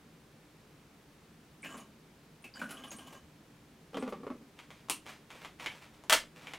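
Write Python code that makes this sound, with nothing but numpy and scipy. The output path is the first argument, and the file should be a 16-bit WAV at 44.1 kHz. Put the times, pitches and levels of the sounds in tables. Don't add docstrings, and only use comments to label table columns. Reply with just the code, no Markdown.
import sys
import numpy as np
from scipy import signal
from scipy.fft import rfft, irfft, next_fast_len
from scipy.io import wavfile
from scipy.ndimage import uniform_filter1d, map_coordinates

SR = 44100
rng = np.random.default_rng(int(sys.argv[2]) if len(sys.argv) > 2 else 0)


def unload_wav(signal):
    wavfile.write(
        sys.argv[1],
        SR,
        np.round(np.clip(np.atleast_2d(signal).T, -1, 1) * 32767).astype(np.int16),
    )


N = 290222
T = np.arange(SR // 8) / SR


def amp(db):
    return 10 ** (np.asarray(db) / 20)


def unit(x):
    return x / np.sqrt(np.mean(x ** 2) + 1e-20)


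def along(points, hz):
    knots_hz, values = np.transpose(points)
    return np.interp(np.log(hz + 1), np.log(knots_hz + 1), values)


def fade(t, t60):
    return np.exp(-np.log(1000) * t / np.maximum(t60, 1e-4))


def causal(x, gain):
    cepstrum = irfft(np.log(gain + 1e-6))
    half = len(cepstrum) // 2
    cepstrum[1:half] *= 2
    cepstrum[half + 1:] = 0
    return signal.fftconvolve(x, irfft(np.exp(rfft(cepstrum))))[:len(x)]


def coloured(x, *spectra, size=2048):
    hz = np.fft.rfftfreq(size, 1 / SR)
    return causal(x, amp(sum(along(spectrum, hz) for spectrum in spectra)))


def whitened(x, size=8192, bins=27):
    power = np.abs(uniform_filter1d(np.abs(rfft(x, size)) ** 2, bins))
    return causal(x, np.sqrt(power.mean() / (power + 1e-12)))


def wobble(rate):
    knots = rng.standard_normal(int(N * rate / SR) + 4)
    return map_coordinates(knots, [np.arange(N) * rate / SR])


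def grains(rate, spread_db):
    impulses = (rng.random(N) < rate / SR) * rng.choice([-1, 1], N)
    return unit(impulses * amp(spread_db * np.clip(rng.standard_normal(N), -2, 2)))


def scatter(t60, rise_s):
    pushes = rng.standard_normal(len(T)) * fade(T, t60) * (1 - np.exp(-T / rise_s))
    return unit(whitened(pushes, bins=60))


def burst(t60, grit):
    aftermath = unit(rng.standard_normal(len(T)) * fade(T, t60))
    return unit(whitened(unit(signal.unit_impulse(len(T))) + grit * aftermath))


def resonances(modes, detune):
    return unit(sum(amp(db) * width * np.exp(-np.pi * width * T)
                    * np.sin(2 * np.pi * hz * rng.normal(1, detune) * T) for hz, width, db in modes))


def envelope(movements, attack_s, sag_db, release_s):
    t = np.arange(N) / SR
    return sum(amp(db - sag_db * np.clip((t - start) / length, 0, 1))
               * np.clip((t - start) / attack_s, 0, 1)
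               * fade(np.maximum(t - start - length, 0), release_s) for start, length, db in movements)


def add(track, time_s, db, sound):
    start = int(time_s * SR)
    part = sound[:N - start] / np.std(sound[:SR // 50])
    track[start:start + len(part)] += amp(db) * part


# (delay [s], gain [ratio])
ECHOES = [(.0007, 0.22), (.0072, 0.39), (.011, .35), (0.017, 0.14)]
# (frequency [Hz], t60 [s])
ROOM_DECAY = [(200, 0.54), (530, 0.096), (1400, 0.2), (3700, 0.2), (9700, 0.18), (15000, 0.16)]


def room(x, wet_db):
    hz, t, noise = signal.stft(rng.standard_normal(SR // 6), SR, nperseg=256)
    tail = signal.istft(noise * fade(t, along(ROOM_DECAY, hz)[:, None]), SR, nperseg=256)[1]
    tail *= 1 - np.exp(-np.arange(len(tail)) / SR / 0.00087)
    response = amp(wet_db) * tail / np.linalg.norm(tail)
    response[0] += 1
    for delay, gain in ECHOES:
        response[int(delay * rng.uniform(.85, 1.15) * SR)] += gain
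    return signal.fftconvolve(x, whitened(response))


# (frequency [Hz], level [dB])
AIR_SPECTRUM = [(12, -33), (20, -20), (27, -23), (55, -6.5), (90, -11.5), (162, -1.5), (197, -10),
                (227, -1), (261, -19.5), (292, -1.5), (317, -12), (397, -10), (620, -16.5), (2430, -23),
                (15800, -38)]


def air():
    steady = unit(coloured(rng.standard_normal(N), AIR_SPECTRUM))
    murmur_band = [(90, -63.5), (150, -2), (200, -7), (290, -3), (450, -24), (900, -74)]
    murmur = unit(coloured(rng.standard_normal(N), murmur_band))
    return amp(-61.5) * (amp(1.5) * steady + amp(-5.5 + 2 * wobble(rate=6.6)) * murmur)


def bubble(hz, cycles=26, glide=0.032, swell_s=0.00046):
    life = 0.007 + cycles / hz
    t = T[:SR // 20]
    pitch = hz * (1 + glide * np.minimum(t / life, 1))
    return unit(np.sin(2 * np.pi * np.cumsum(pitch) / SR) * fade(t, life) * (1 - np.exp(-t / swell_s)))


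# (time [s], frequency [Hz], level [dB])
BUBBLES = [(1.622, 8840, -59.5), (1.63, 2320, -48), (1.647, 1820, -54), (1.659, 2860, -49.5),
           (1.736, 7100, -62), (1.742, 1130, -52), (1.77, 9850, -61), (1.8, 6600, -62), (2.424, 9000, -67),
           (2.441, 2590, -50.5), (2.539, 4800, -54.5), (2.594, 2330, -54), (2.616, 1460, -40),
           (2.707, 10400, -53), (2.71, 1425, -49.5), (2.77, 3000, -54), (2.837, 3070, -51),
           (2.882, 9200, -60), (2.907, 6590, -49), (2.966, 8860, -55), (2.986, 3040, -58),
           (3.069, 3040, -60.5), (3.944, 3150, -51.5), (3.995, 8660, -61)]


def bubbles(count=3, pitch_spread=.28):
    out = np.zeros(N)
    for time_s, hz, db in BUBBLES:
        cluster = np.zeros(len(T))
        add(cluster, 0, 0, bubble(hz))
        for lag, pitch in rng.random((count, 2)):
            add(cluster, .008 * lag, -8, bubble(hz * np.exp((pitch - .5) * pitch_spread)))
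        add(out, time_s, db, room(cluster, wet_db=4))
    return out


# (start [s], duration [s], relative flow [dB])
DRIBBLES = [(1.628, .19, -52), (2.54, .63, -54)]


def stream(spurt_s=.075, spurt_db=7):
    t = np.arange(N) / SR
    return sum(envelope([(start, length, db)], attack_s=.017, sag_db=5, release_s=.15)
               * amp(spurt_db * (.5 - (t - start) / spurt_s % 1)) for start, length, db in DRIBBLES)


def gurgle(count=30, gap_s=.022, spread_db=2, first_hz=1557, last_hz=1117, foam_hz=8020):
    out, flow = np.zeros(N), stream()
    dig_at, dig_width = 0.35, 0.056
    for start, length, _ in DRIBBLES:
        ages = gap_s * (np.arange(count) + rng.random(count))
        for age, (strength, pocket_pitch, foam_pitch) in zip(ages, rng.uniform(-1.5, 1.5, (count, 3))):
            depth = (1 + np.tanh((age / length - dig_at) / dig_width)) / 2
            hz = first_hz + depth * (last_hz - first_hz)
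            pocket = amp(-5.5) * bubble(hz * np.exp(.04 * pocket_pitch))
            foam = amp(-13) * bubble(foam_hz * np.exp(.22 * foam_pitch), cycles=10)
            pair = pocket + foam
            pair_db = 20 * np.log10(flow[int((start + age) * SR)] * np.std(pair) + 1e-9)
            add(out, start + age, pair_db + spread_db * strength, room(pair, wet_db=-0.7))
    return out


# (frequency [Hz], level [dB])
DROP_SPECTRUM = [(60, -38), (140, -12), (225, 8), (400, -7.5), (650, -3.5), (900, -7.5), (1500, -13),
                 (2400, -10), (4000, -18), (7000, -21), (11000, -22.5), (15500, -29)]
# (frequency [Hz], bandwidth [Hz], level [dB])
LOWER_BOTTLE_MODES = [(1144, 55, -2), (1615, 53, -1.5), (3000, 60, 0)]


def trickle():
    flow = stream()
    patter = unit(coloured(signal.unit_impulse(len(T)), DROP_SPECTRUM))
    ring = resonances(LOWER_BOTTLE_MODES, detune=0.0028)
    one_drop = (amp(-3) * patter + amp(-7) * ring) / np.sqrt(len(T))
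    drops = signal.fftconvolve(grains(rate=500, spread_db=-1.5) * flow, one_drop)[:N]
    fizz_band = [(2500, -21), (6500, 12), (10000, -11), (15000, -8)]
    fizz = unit(coloured(grains(rate=1100, spread_db=14), fizz_band))
    return amp(-3.5) * room(drops + amp(-19) * fizz * flow, wet_db=1)[:N]


# (time [s], level [dB], treble gain of the spray [dB])
SPLASHES = [(1.646, -50.5, -1), (1.742, -49.5, -20), (1.775, -54, 3), (2.442, -53.5, 3), (2.593, -52, 2),
            (2.615, -43, -9), (2.691, -52, 2), (2.708, -49.5, 7), (2.793, -55, -8), (2.837, -51, -5),
            (2.916, -48.5, 5), (2.985, -55, 1), (3.071, -57, 5), (3.126, -53, -1), (4.092, -61, 13)]


def splashes():
    out = np.zeros(N)
    for time_s, db, spray_db in SPLASHES:
        drop = coloured(scatter(t60=0.035, rise_s=0.0012), DROP_SPECTRUM, [(1500, 0), (8000, spray_db)])
        add(out, time_s, db, room(drop, wet_db=1))
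    return out


def bump(time_s=3.225, hz=76, db=-62.5):
    out = np.zeros(N)
    swell = (1 - np.exp(-T / .02)) * fade(T, t60=.25) * (1 - T / T[-1])
    add(out, time_s, db, np.sin(2 * np.pi * hz * T) * swell)
    return out


# (time [s], level [dB])
GLUGS = [(3.932, -51), (3.944, -40.5), (3.970, -37), (4.025, -34.5), (4.077, -40.5), (4.124, -38.5),
         (4.203, -53), (4.233, -45), (4.267, -40), (4.302, -38.5)]
# (frequency [Hz], level [dB])
SLAP_SPECTRUM = [(70, -30), (150, -13), (220, 1), (280, 0), (340, -10.5), (470, 0.5), (620, -11.5),
                 (950, -15), (1300, -13.5), (1600, -26), (2200, -22.5), (4000, -34.5), (9000, -47.5),
                 (15000, -58)]
# (frequency [Hz], bandwidth [Hz], level [dB])
CAVITY_MODES = [(209, 22, -9), (259, 19, 7), (408, 25, 0), (484, 54, -6), (780, 38, -5), (1140, 46, -1)]


def glugs(first_bright_db=5, dulling_db_per_s=22, rebound_s=.042, rebound_db=-15):
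    out = np.zeros(N)
    for time_s, db in GLUGS:
        bright_db = first_bright_db - dulling_db_per_s * (time_s - GLUGS[0][0])
        tilt = [(100, -7), (200, 1), (400, 1.5), (2500, bright_db), (8000, 2 * bright_db)]
        for lag, loss_db in [(0, 0), (rebound_s, rebound_db)]:
            slap = unit(coloured(scatter(t60=0.023, rise_s=0.0005), SLAP_SPECTRUM))
            cavity = amp(-5.5) * resonances(CAVITY_MODES, detune=0.015)
            add(out, time_s + lag, db + loss_db, room(coloured(slap + cavity, tilt), wet_db=0))
    return out


# (start [s], duration [s], relative level [dB])
TURNS = [(4.56, 0.068, -57), (4.70, 0.11, -60), (5.053, .055, -44), (5.29, .09, -52.5), (5.40, 0.067, -53),
         (5.586, .068, -44), (5.70, 0.073, -52), (5.81, 0.04, -53.5), (5.92, 0.038, -59), (6.345, .17, -52)]
# (frequency [Hz], level [dB])
RUB_SPECTRUM = [(200, -31), (450, -1.5), (1100, -1), (1600, -3.5), (2500, -1), (3300, -5.5), (4600, -12),
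                (7500, -16), (11000, -22), (15000, -27)]


def rubbing():
    pressure = envelope(TURNS, attack_s=.02, sag_db=3.5, release_s=0.27)
    jerks = grains(rate=800, spread_db=4)
    return amp(-5.5) * room(unit(coloured(jerks, RUB_SPECTRUM)) * pressure, wet_db=.5)[:N]


# (time [s], level [dB], focus on the neck's own range [dB])
TICKS = [(4.59, -51.5, 4), (4.705, -52.5, 0), (4.886, -51.5, -4), (5.065, -49.5, -4), (5.304, -51, -2),
         (5.448, -46, 0), (5.599, -49, 0), (5.661, -35.5, 4.5), (6.038, -55.5, -12), (6.471, -46, 5),
         (6.536, -43.5, -1.5)]
# (frequency [Hz], level [dB])
TICK_SPECTRUM = [(180, -39), (300, -9.5), (781, -9), (1070, -5.5), (1870, -8), (2280, -3), (2650, -7.5),
                 (3180, -7), (4490, -17), (7140, -19.5), (8140, -25), (10300, -25.5), (15500, -39)]
# (frequency [Hz], bandwidth [Hz], level [dB])
NECK_MODES = [(1150, 180, 1), (2240, 91, 4), (2930, 180, -3)]
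# (frequency [Hz], level [dB])
SNAP_SPECTRUM = [(80, -21), (220, -5.5), (290, 0), (400, -6), (680, -7), (850, 0), (1150, -0.5),
                 (1700, -12), (2700, 1.5), (3700, -6.5), (6500, -8), (9500, -1.5), (12000, -11.5),
                 (15500, -18)]


def cap(snap_s=4.898, snap_db=-31):
    out = np.zeros(N)
    snap = coloured(burst(t60=0.0053, grit=2.3), SNAP_SPECTRUM)
    add(out, snap_s, snap_db, room(snap, wet_db=3))
    for time_s, db, focus_db in TICKS:
        tick = unit(coloured(burst(t60=0.023, grit=3), TICK_SPECTRUM))
        neck = amp(-5) * resonances(NECK_MODES, detune=.05)
        focus = [(900, 2 - focus_db), (2500, 0), (7000, 1 - focus_db)]
        add(out, time_s, db, room(coloured(tick + neck, focus), wet_db=.5))
    return out


# (time [s], level [dB], treble gain [dB], relative ring level [dB])
BUCKLES = [(6.097, -25, 2, -6), (6.123, -26.5, -8, -9), (6.127, -22, 3.5, -5.5), (6.135, -29.5, -2, -3)]
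# (frequency [Hz], level [dB])
CRACK_SPECTRUM = [(40, -12.5), (120, -35), (290, -10), (400, -11), (500, -5), (640, 3.5), (800, -4),
                  (1250, 1.5), (1750, -0.5), (2400, -2), (3300, 0), (4000, -6.5), (8500, -9.5),
                  (15500, -21)]
# (frequency [Hz], level [dB])
WALL_MODES = [(679, -17), (912, -2), (1097, -8), (1168, 3.5), (1233, -10.5), (1274, 1), (1470, -5),
              (1769, 2.5), (1997, 2), (2718, -4), (3086, -3.5), (3222, -2), (3323, 2.5), (4340, -5)]


def buckles():
    out = np.zeros(N)
    for time_s, db, crisp_db, ring_db in BUCKLES:
        creases = scatter(t60=0.013, rise_s=0.00018)
        crack = coloured(creases, CRACK_SPECTRUM, [(2500, 0.015), (7000, crisp_db)])
        ring = sum(amp(level) * np.sin(2 * np.pi * (hz * T + rng.random())) for hz, level in WALL_MODES)
        add(out, time_s, db, room(crack, wet_db=1.5))
        add(out, time_s, db + ring_db, ring * fade(T, t60=0.16))
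    return out


# (frequency [Hz], level [dB])
HISS_SPECTRUM = [(20, -11), (60, -12), (150, -6.5), (400, -6), (1500, -9), (5000, -15.5), (15000, -24)]


def scene():
    water = bubbles() + gurgle() + splashes() + trickle() + bump() + glugs()
    mid = water + cap() + buckles() + rubbing() + air()
    side = amp(-87) * room(mid, wet_db=-4)[:N]
    side += amp(-71.5) * unit(coloured(rng.standard_normal(N), HISS_SPECTRUM))
    return np.array([mid + side, mid - side])


def record(dry, cutoff_hz=15900, edge_hz=200):
    size = next_fast_len(N + SR // 2)
    hz = np.fft.rfftfreq(size, 1 / SR)
    passband = np.clip((cutoff_hz - hz) / edge_hz + .5, 0, 1)
    return irfft(rfft(dry, size) * passband, size)[:, :N]


dry = scene()
out = record(dry)
unload_wav(out)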